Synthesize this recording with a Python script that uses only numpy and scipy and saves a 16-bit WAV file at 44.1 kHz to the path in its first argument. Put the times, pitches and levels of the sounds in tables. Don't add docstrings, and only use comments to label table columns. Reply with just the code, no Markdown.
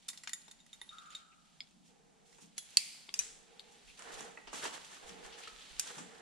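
import sys
import numpy as np
from scipy import signal
from scipy.fft import rfft, irfft, next_fast_len
from scipy.io import wavfile
from scipy.ndimage import uniform_filter1d

SR = 44100
rng = np.random.default_rng(int(sys.argv[2]) if len(sys.argv) > 2 else 0)


def digitize_waveform(pressure):
    field = np.atleast_2d(pressure).T
    bounded = np.clip(field, -1, 1)
    quanta = np.round(bounded * 32767).astype(np.int16)
    wavfile.write(sys.argv[1], SR, quanta)


N = 273928
TIME = np.arange(N) / SR
HIT_TIME = TIME[:SR // 8]
SIDES = np.array([[1], [-1]])

# (relative, per Hz)
METAL_CRACK = [(300, -54), (750, -14), (1400, -3), (2200, -5.5), (4500, -3), (8000, 5.5), (10500, 0.5),
               (11700, -8.5), (14000, -11.5), (16000, -38.5)]


def from_db(db):
    return np.exp(np.asarray(db) * np.log(10) / 20)


def lean(pan_db):
    return from_db(SIDES * pan_db / 2)


def rms_one(x):
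    return x / np.sqrt(np.mean(x ** 2) + 1e-20)


def at_hz(points, hz):
    known, values = np.transpose(points)
    return np.interp(np.log(hz + 1), np.log(known), values)


def band(x, low, high):
    return signal.sosfilt(signal.butter(3, [low, high], "band", fs=SR, output="sos"), x + 1e-18)


def coloured(x, spectrum):
    # frequency_hz, correlation (-1 to 1)
    likeness = [(30, -0.4), (150, 0.048), (280, -0.14), (500, 0.29), (1000, -0.15), (3000, 0.6),
                (5000, 0.48), (8000, -0.33), (14000, 0.15)]
    size = next_fast_len(x.shape[1])
    mid, side = rfft(x, size)
    hz = np.arange(len(mid)) * SR / size
    alike = at_hz(likeness, hz)
    beyond = 1 / (1 + (hz / (2 * spectrum[-1][0])) ** 4)
    pair = np.sqrt(1 + alike) * mid + np.sqrt(1 - alike) * side * SIDES
    shaped = irfft(pair * beyond * from_db(at_hz(spectrum, hz)), size)
    return rms_one(shaped[:, :x.shape[1]])


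def airy(spectrum, level_db):
    return from_db(level_db) * coloured(rng.standard_normal((2, N)), spectrum)


def swell(s, length_s, attack_s, t60):
    since = TIME - s
    decay_db = -60 * np.clip((since - length_s) / t60, 0, 3)
    return np.clip(since / attack_s, 0, 1) * from_db(decay_db)


def swells(rows, attack_s, t60):
    power = sum((from_db(level_db) * swell(s, length_s, attack_s, t60)) ** 2
                for s, length_s, level_db in rows)
    return np.sqrt(power)


def flutter(per_s):
    return np.interp(TIME * per_s, np.arange(N), rng.standard_normal(N))


def friction(spectrum, grains_per_s, grain_db, judder_db):
    sizes = from_db(4.3 * np.minimum(rng.exponential(1, N), 4.5))
    struck = rng.random(N) < grains_per_s / SR
    grains = rms_one(struck * sizes * rng.standard_normal((2, N)))
    slips = rng.standard_normal((2, N)) + from_db(grain_db) * grains
    return coloured(slips * from_db(judder_db * flutter(90)), spectrum)


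def strike(modes, crack, crack_db, chatter_s, phase_spread, scatter_db, rise_s):
    hz, level_db, t60 = np.transpose(modes)[:, :, None]
    strength_db = level_db + scatter_db * rng.standard_normal(hz.shape)
    phase = 2 * np.pi * rng.random(hz.shape)
    ear_phase = phase_spread * hz / 7000 * rng.standard_normal(hz.shape) * SIDES[:, None]
    decay = from_db(strength_db - 60 * HIT_TIME / t60)
    ring = (decay * np.sin(2 * np.pi * hz * HIT_TIME + phase + ear_phase)).sum(axis=1)
    noise = coloured(rng.standard_normal((2, len(HIT_TIME))), crack)
    burst = noise * from_db(crack_db - 60 * HIT_TIME / chatter_s)
    return (ring + burst) * (1 - np.exp(-HIT_TIME / rise_s))


def contacts(rows, modes, crack, crack_db, phase_spread, scatter_db, rise_s, gain_db):
    edges_hz = [300, 2800, 5500, 15000]
    out = np.zeros((2, N + len(HIT_TIME)))
    for s, *levels_db, chatter_s, pan_db in rows:
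        blow = strike(modes, crack, crack_db, chatter_s, phase_spread, scatter_db, rise_s)
        blow = blow * lean(pan_db)
        start = round(s * SR)
        for level_db, low, high in zip(levels_db, edges_hz, edges_hz[1:]):
            part = band(blow, low, high)
            gain = from_db(level_db + gain_db) / np.std(part[:, :SR // 50])
            out[:, start:start + len(HIT_TIME)] += part * gain
    return out[:, :N]


def near_wall(x, wall_db, wall_t60):
    noise = rng.standard_normal((2, len(HIT_TIME)))
    scatter = noise * from_db(-60 * HIT_TIME / wall_t60) * (HIT_TIME > .0025)
    answer = from_db(wall_db) * rms_one(scatter) / np.sqrt(len(HIT_TIME))
    return x + signal.oaconvolve(x, answer, axes=1)[:, :N]


def cave(x, tail_db):
    # frequency_hz, t60_s
    cave_t60 = [(200, 1.0), (2300, .9), (4500, .8), (8000, .6), (14000, .35)]
    # frequency_hz, level_db (relative)
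    cave_colour = [(200, -5), (1200, 0.5), (2400, 0), (4500, -3), (7500, 3.5), (14000, 4)]
    t = TIME[:SR]
    edges = np.geomspace(150, 16000, 12)
    white, tail = rng.standard_normal((2, SR)), 0
    for low, high in zip(edges, edges[1:]):
        hz = np.sqrt(low * high)
        decay_db = at_hz(cave_colour, hz) - 60 * t / at_hz(cave_t60, hz)
        tail = tail + band(white, low, high) * from_db(decay_db)
    onset = 1 - np.exp(-t / 0.0041)
    answer = from_db(tail_db) * rms_one(tail * onset) / np.sqrt(SR)
    return x + signal.fftconvolve(x, answer, axes=1)[:, :N]


def wash(rows, colour, gain_db, t60):
    power = 0
    for s, _, middle_db, treble_db, _, _ in rows:
        since = np.maximum(TIME - s, 0)
        loudness = np.hypot(from_db(middle_db), from_db(treble_db))
        onset = 1 - np.exp(-since / 0.0044)
        power = power + (loudness * from_db(-60 * since / t60) * onset) ** 2
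    return np.sqrt(power) * airy(colour, gain_db)


def hush():
    # (relative, per Hz)
    hush_colour = [(30, -6), (60, -1), (110, -13), (160, 5), (220, 1.5), (320, -22.5), (800, -1.5),
                   (1500, -23.5), (4000, -17), (7500, -11), (11000, -21.5), (15000, -56)]
    return airy(hush_colour, level_db=-72.5)


def drone():
    # (relative, per Hz)
    drone_colour = [(60, -27), (115, -25.5), (150, -0.5), (185, 0), (260, -2.5), (340, -10.5), (600, -21.5)]
    return airy(drone_colour, level_db=-73) * lean(-1.2)


def hollow_swells():
    # start_s, length_s, level_db (before the trim below)
    hollows = [(1.87, 0.5, -72.5), (3.13, 0.3, -69), (3.45, 0.31, -67), (4.04, 0.22, -55.5),
               (4.52, .17, -62.5), (5.0, 0.28, -57), (5.33, 0.14, -65), (5.85, 0.48, -62.5)]
    # (relative, per Hz)
    hollow_colour = [(250, -23), (390, -7.5), (470, 1), (540, -14.5), (660, -12), (820, -3.5), (950, -16),
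                     (1600, -16.5)]
    return swells(hollows, attack_s=0.033, t60=0.96) * airy(hollow_colour, level_db=1.5) * lean(-3)


def buffets():
    # start_s, level_db (before the trim below)
    gust_rows = [(3.19, -63), (3.3, -66), (3.83, -64), (4.12, -59), (4.44, -67), (4.66, -71), (5.03, -62),
                 (5.23, -63), (5.51, -66), (5.7, -60)]
    # (relative, per Hz)
    buffet_colour = [(18, -8.5), (35, 4.5), (52, -4.5), (80, -23.5), (140, -43)]
    length_s = 0.074
    gusts = swells([(s, length_s, level_db) for s, level_db in gust_rows], attack_s=0.017, t60=0.26)
    draught = from_db(-80.5)
    return np.hypot(gusts, draught) * airy(buffet_colour, level_db=-2.5) * lean(-7)


def far_squeak():
    # start_s, length_s, level_db (before the trim below)
    squeaks = [(.9, 0.19, -57)]
    # (relative, per Hz)
    squeak_colour = [(950, -35), (1130, -16), (1230, -1), (1330, -0.5), (1430, -9), (1620, -16),
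                     (1900, -35)]
    return swells(squeaks, attack_s=0.034, t60=1.27) * airy(squeak_colour, level_db=-.3)


def footfalls():
    # start_s, length_s, level_db (before the trim below)
    thuds = [(.59, 0.035, -75), (1.74, .14, -67.5), (2.42, 0.045, -62.5), (4.19, .07, -60),
             (4.525, 0.02, -62.5), (4.63, 0.03, -62), (5.1, .06, -58), (5.965, .05, -52.5)]
    # (relative, per Hz)
    thud_colour = [(100, -38), (165, -1.5), (215, -4.5), (290, -5.5), (400, -33), (700, -29)]
    return swells(thuds, attack_s=0.0068, t60=0.48) * airy(thud_colour, level_db=-0.5)


def rubbing_gains():
    # time_s, level_db
    movement = [(0, -71.5), (.3, -67.5), (.65, -75), (.95, -66), (1.3, -76.5), (1.62, -71), (1.79, -77.5),
                (2.17, -83), (2.51, -75), (2.74, -61.5), (3.42, -71.5), (4.1, -62), (4.42, -71),
                (4.85, -60), (5.2, -63), (5.88, -57), (6.21, -67.5)]
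    # start_s, length_s, level_db, hiss_db (against rasp)
    swishes = [(1.095, 0.094, -61, -5), (1.834, 0.057, -73.5, 4), (2.25, 0.19, -74, 6),
               (2.4, 0.019, -63.5, 7), (2.558, 0.37, -68.5, 5.5), (3.7, 0.032, -80, 16),
               (3.861, 0.044, -66, 2.5), (5.407, 0.076, -55, -17), (5.596, 0.047, -59, -38)]
    # start_s, length_s, level_db, grit_db (rasp against scrape)
    scuffs = [(3.972, 0.31, -57.5, -7), (4.109, 0.026, -60.5, 7), (4.163, 0.034, -58, 4),
              (4.516, 0.073, -57, 7), (4.609, 0.047, -45, -1.5), (4.713, 0.031, -51.5, 0.5),
              (4.892, 0.06, -59.5, 0.5), (4.987, 1, -70.5, -11), (5.05, 0.033, -63.5, 5),
              (5.218, 0.043, -58.5, -1.5), (5.365, 0.027, -57, 1), (5.842, 0.064, -56, -1),
              (5.926, 0.073, -59, 0), (6.08, 0.16, -64.5, -28)]
    suit_db = [-11, 0, -1.5]
    scuff_hiss_db = 3
    movement_db = np.interp(TIME, *np.transpose(movement))
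    power = np.outer(from_db(suit_db), from_db(movement_db)) ** 2
    for s, length_s, level_db, hiss_db in swishes:
        slide = from_db(level_db) * swell(s, length_s, attack_s=0.021, t60=0.25)
        power[1:] += np.outer(from_db([0, hiss_db]), slide) ** 2
    for s, length_s, level_db, grit_db in scuffs:
        drag = swell(s, length_s, attack_s=0.029, t60=0.22)
        echo = from_db(-15.5) * swell(s, length_s, attack_s=length_s, t60=1.96)
        shares = from_db([0, grit_db, grit_db + scuff_hiss_db])
        power += np.outer(shares, from_db(level_db) * np.hypot(drag, echo)) ** 2
    return np.sqrt(power)


def snags():
    per_s, surge_db, decay_s = 13, -4, 0.0084
    catches = (rng.random(N) < per_s / SR) * np.minimum(rng.exponential(1, N), 2)
    surge = signal.lfilter([1], [1, -np.exp(-1 / (decay_s * SR))], catches + 1e-18)
    smooth = uniform_filter1d(surge, size=180)
    return rms_one(1 + from_db(surge_db) * smooth)


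def rubbing():
    # (relative, per Hz)
    scrape_colour = [(110, -33), (200, -5.5), (310, -3.5), (450, -1), (640, -1), (1000, 0), (1800, 1),
                     (2500, -12.5), (4000, -37)]
    # (relative, per Hz)
    rasp_colour = [(1300, -10.5), (2300, -2), (3400, 1), (4600, -2.5), (6000, -15), (9000, -42)]
    # (relative, per Hz)
    hiss_colour = [(3500, -17), (5500, 2.5), (7500, 4.5), (10300, -3), (11700, -15.5), (14000, -17.5),
                   (16000, -66.5)]
    scrape_gain, rasp_gain, hiss_gain = rubbing_gains()
    scrape = friction(scrape_colour, grains_per_s=800, grain_db=-4.5, judder_db=0.5)
    rasp = friction(rasp_colour, grains_per_s=990, grain_db=-8.5, judder_db=1.0)
    hiss = friction(hiss_colour, grains_per_s=1300, grain_db=-6.5, judder_db=0.4)
    scrape = scrape_gain * from_db(2.5) * scrape
    rasp = rasp_gain * from_db(0.4) * rasp
    hiss = hiss_gain * from_db(-1.2) * hiss
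    return scrape * snags() * lean(-2.8) + (rasp + hiss) * snags() * lean(-1.2)


def steps():
    # start_s, low_db, middle_db, treble_db, chatter_t60_s, pan_db
    boot = [(.4804, -63.5, -64.5, -67, 0.039, 1), (.8155, -61, -72, -81, 0.036, 1),
            (2.383, -62.5, -70, -67, 0.094, -2), (3.0865, -60.5, -76.5, -75, 0.037, 5),
            (3.9924, -73, -59, -54, 0.019, -3), (4.0219, -61, -56.5, -56.5, 0.011, -5),
            (4.2065, -52, -60, -49.5, 0.026, -8), (4.4723, -52, -52, -64, 0.15, -1.5),
            (4.5302, -44, -64, -48.5, 0.19, -1.5), (4.654, -41, -42.5, -51, 0.12, -0.5),
            (5.0924, -70, -53, -58.5, 0.037, -2), (5.3239, -76, -52, -73, 0.2, 2),
            (5.9809, -50.5, -53, -49, 0.15, -0.5)]
    # frequency_hz, level_db, t60_s
    boot_modes = [(370, -2.5, 0.069), (488, -8.5, .05), (884, -4.5, .05), (940, 3, 0.024),
                  (1142, -4.5, 0.063), (1286, -10, 0.052), (1480, -11, 0.029), (2920, -19, 0.021)]
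    # start_s, low_db, middle_db, treble_db, chatter_t60_s, pan_db
    tock = [(4.3731, -51, -66, -74, 0.09, -2.5), (5.4735, -53, -62, -62, 0.025, -2.5)]
    # frequency_hz, level_db, t60_s
    tock_modes = [(864, -23, 0.034), (1290, 1, 0.036), (1760, 3.5, 0.026), (1930, 4, 0.019),
                  (2590, -7, .022)]
    # (relative, per Hz)
    stone_crack = [(100, -13), (200, 17), (500, 13), (1500, 11), (4000, -13), (8000, -6.5), (11000, -29),
                   (15000, -51)]
    blows = contacts(boot, boot_modes, stone_crack, crack_db=5.5, phase_spread=1.32,
                     scatter_db=6.0, rise_s=0.0002, gain_db=-2.33)
    blows += contacts(tock, tock_modes, stone_crack, crack_db=-4, phase_spread=2.1,
                      scatter_db=6.0, rise_s=0.0009, gain_db=0)
    return cave(near_wall(blows, wall_db=-7.0, wall_t60=0.15), tail_db=-6.5)


def rope():
    # start_s, length_s, level_db
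    creaks = [(1.315, .012, -64), (3.87, 0.035, -61.5)]
    # (relative, per Hz)
    creak_colour = [(1800, -25), (2400, -4), (2700, -4), (3300, -22), (4500, -40)]
    sheath = friction(creak_colour, grains_per_s=320, grain_db=-4, judder_db=0)
    return swells(creaks, attack_s=0.0092, t60=0.11) * sheath


def hardware():
    # start_s, low_db, middle_db, treble_db, chatter_t60_s, pan_db
    jangle = [(0.0828, -59, -60, -47, 0.071, 1), (0.0866, -55.5, -42, -44.5, 0.038, -2),
              (0.1003, -58, -50, -51, 0.035, -2), (0.131, -60.5, -59, -66, 0.11, 0),
              (0.1744, -67, -53.5, -58.5, 0.059, 0), (0.235, -57, -56, -57, 0.062, -0.5),
              (0.2735, -45.5, -44.5, -57, 0.043, 0), (0.293, -54, -50.5, -52, 0.024, 1),
              (0.3327, -49.5, -43, -41, 0.019, 0), (0.4156, -87, -66, -70, 0.05, 2),
              (0.4804, -74, -62.5, -66, 0.041, -1), (0.512, -67.5, -56, -59, 0.043, -2),
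              (0.6635, -71.5, -70, -69.5, 0.026, -1), (2.3257, -69.5, -69, -81, 0.061, -11)]
    # start_s, low_db, middle_db, treble_db, chatter_t60_s, pan_db
    tick = [(0.8147, -54.5, -47, -52.5, 0.0065, -2.2), (1.1498, -68, -54.5, -57.5, 0.011, -1)]
    # frequency_hz, level_db, t60_s
    jangle_modes = [(1941, -3, 0.033), (2146, -14.5, .07), (3070, -26, 0.027), (3643, 5, 0.037),
                    (4230, 0.5, 0.043), (4790, -4, 0.027), (4760, -14, 0.031), (6670, -5.5, 0.061),
                    (7040, 6, 0.02), (7430, 3.5, 0.049), (9440, -4, 0.066), (9630, -25, 0.032),
                    (10200, -1, 0.056)]
    # start_s, low_db, middle_db, treble_db, chatter_t60_s, pan_db
    ding = [(0.6021, -72, -62.5, -71, 0.05, 1), (0.7298, -54.5, -48, -59.5, 0.14, -2.5),
            (0.8915, -80, -50, -67, 0.055, -1), (0.9299, -69, -58, -70, 0.12, -1),
            (0.9838, -55.5, -49, -66, 0.081, -2.5), (1.0586, -60, -59, -69, 0.05, -3),
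            (1.104, -59, -58, -63, 0.037, -6), (1.1502, -52.5, -41.5, -57.5, 0.067, -0.5)]
    # frequency_hz, level_db, t60_s
    ding_modes = [(1960, -18, 0.05), (3510, -3, 0.044), (3710, 13, 0.038), (3640, -17, 0.014),
                  (5900, -13, .04), (7050, 2, 0.048), (7500, -15, 0.065), (10400, -17, .07)]
    # start_s, low_db, middle_db, treble_db, chatter_t60_s, pan_db
    hook = [(2.5795, -56, -45.5, -42.5, 0.04, -0.92)]
    # frequency_hz, level_db, t60_s
    hook_modes = [(2050, -12, 0.042), (3360, -8, 0.14), (4200, -9, 0.0533), (6640, -8, 0.061),
                  (7000, -2.5, 0.06), (7300, -17.5, 0.0496), (10120, 3.5, 0.1), (10670, 3, .07)]
    gear = contacts(jangle, jangle_modes, METAL_CRACK, crack_db=11.5, phase_spread=0.34,
                    scatter_db=6.5, rise_s=0.00028, gain_db=0.0)
    gear += contacts(ding, ding_modes, METAL_CRACK, crack_db=-5.5, phase_spread=0.26,
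                     scatter_db=2.5, rise_s=0.00019, gain_db=0.0)
    gear += contacts(hook, hook_modes, METAL_CRACK, crack_db=8.5, phase_spread=0.75,
                     scatter_db=5.5, rise_s=0.00022, gain_db=0.5)
    gear += contacts(tick, jangle_modes, METAL_CRACK, crack_db=21, phase_spread=0.31,
                     scatter_db=19, rise_s=.0001, gain_db=-2)
    return cave(near_wall(gear, wall_db=-10.5, wall_t60=0.13), tail_db=-15.0)


def gate_clicks():
    # start_s, low_db, middle_db, treble_db, chatter_t60_s, pan_db (levels before gain_db)
    latch = [(1.605, -47, -45, -64, 0.0072, 1), (3.0915, -48.5, -50, -78, 0.011, 3.5),
             (3.5948, -56, -49, -61.5, 0.022, 6), (3.6025, -65, -62, -69, 0.03, -12)]
    # frequency_hz, level_db (before random scatter), t60_s
    latch_modes = [(2200, -11, 0.018), (3360, 3.5, 0.011), (3930, -0.5, 0.05), (3730, 10, 0.0078),
                   (4380, 5.5, 0.011), (5040, -9, 0.029), (7300, -5, 0.023), (9600, -10.5, .035)]
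    gates = contacts(latch, latch_modes, METAL_CRACK, crack_db=-5.0, phase_spread=0.35,
                     scatter_db=7.0, rise_s=0.00034, gain_db=2.5)
    return near_wall(gates, wall_db=-8.5, wall_t60=0.11)


def hard_blows():
    # start_s, low_db, middle_db, treble_db, chatter_t60_s, pan_db
    snap = [(2.7702, -42, -20.5, -26, 0.019, -1.5)]
    # frequency_hz, level_db, t60_s
    snap_modes = [(2060, -33, 0.11), (2630, -22, 0.064), (3070, -26, 0.017), (4055, -11.5, 0.014),
                  (4410, 6.5, 0.0085), (4750, 2, 0.017), (7170, -12.5, 0.039), (7400, -14.5, 0.026),
                  (8380, -23, 0.021), (9900, -16.5, 0.039)]
    # start_s, low_db, middle_db, treble_db, chatter_t60_s, pan_db
    clack = [(3.1402, -46.5, -38, -38.5, 0.01, 0.91), (3.1902, -58, -34.5, -29, 0.033, -0.39),
             (5.7953, -49.5, -36.5, -31.5, 0.021, -0.86)]
    # frequency_hz, level_db, t60_s
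    clack_modes = [(2470, 12, 0.048), (2800, 11, 0.015), (3610, 8.5, 0.025), (5040, 13, 0.02),
                   (6030, 13, 0.037), (7100, 3, 0.018), (7300, 12, 0.044), (8450, 10.6, 0.018)]
    # (relative, per Hz)
    gate_echo = [(900, -46), (1600, -25.5), (2200, -2), (2900, -6.5), (3700, -9.5), (4500, 0.5), (4900, 1),
                 (5400, -8.5), (8400, -4), (10500, -11.5), (12000, -20), (15500, -36.5)]
    # (relative, per Hz)
    clack_echo = [(900, -15.5), (1600, -5), (2400, -4.5), (3600, -4), (4400, -6), (5900, 0), (7800, 3.5),
                  (9000, -4.5), (10400, -9), (11700, -24), (15500, -34)]
    slap = contacts(snap, snap_modes, METAL_CRACK, crack_db=1, phase_spread=.25,
                    scatter_db=0.5, rise_s=0.00024, gain_db=-1.0)
    clacks = contacts(clack, clack_modes, METAL_CRACK, crack_db=20, phase_spread=1.0,
                      scatter_db=7, rise_s=0.00011, gain_db=-2.0)
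    echoes = wash(snap, gate_echo, gain_db=-21.0, t60=0.78)
    echoes = echoes + wash(clack, clack_echo, gain_db=-14.0, t60=0.56)
    return near_wall(slap + clacks, wall_db=-11.5, wall_t60=0.086) + echoes


def scene():
    surroundings = hush() + drone() + hollow_swells() + buffets() + far_squeak()
    body = footfalls() + rubbing() + steps()
    return surroundings + body + rope() + hardware() + gate_clicks() + hard_blows()


def record(dry):
    cutoff_hz = 15800
    return signal.sosfilt(signal.ellip(10, .2, 80, cutoff_hz, fs=SR, output="sos"), dry)


dry = scene()
out = record(dry)
digitize_waveform(out)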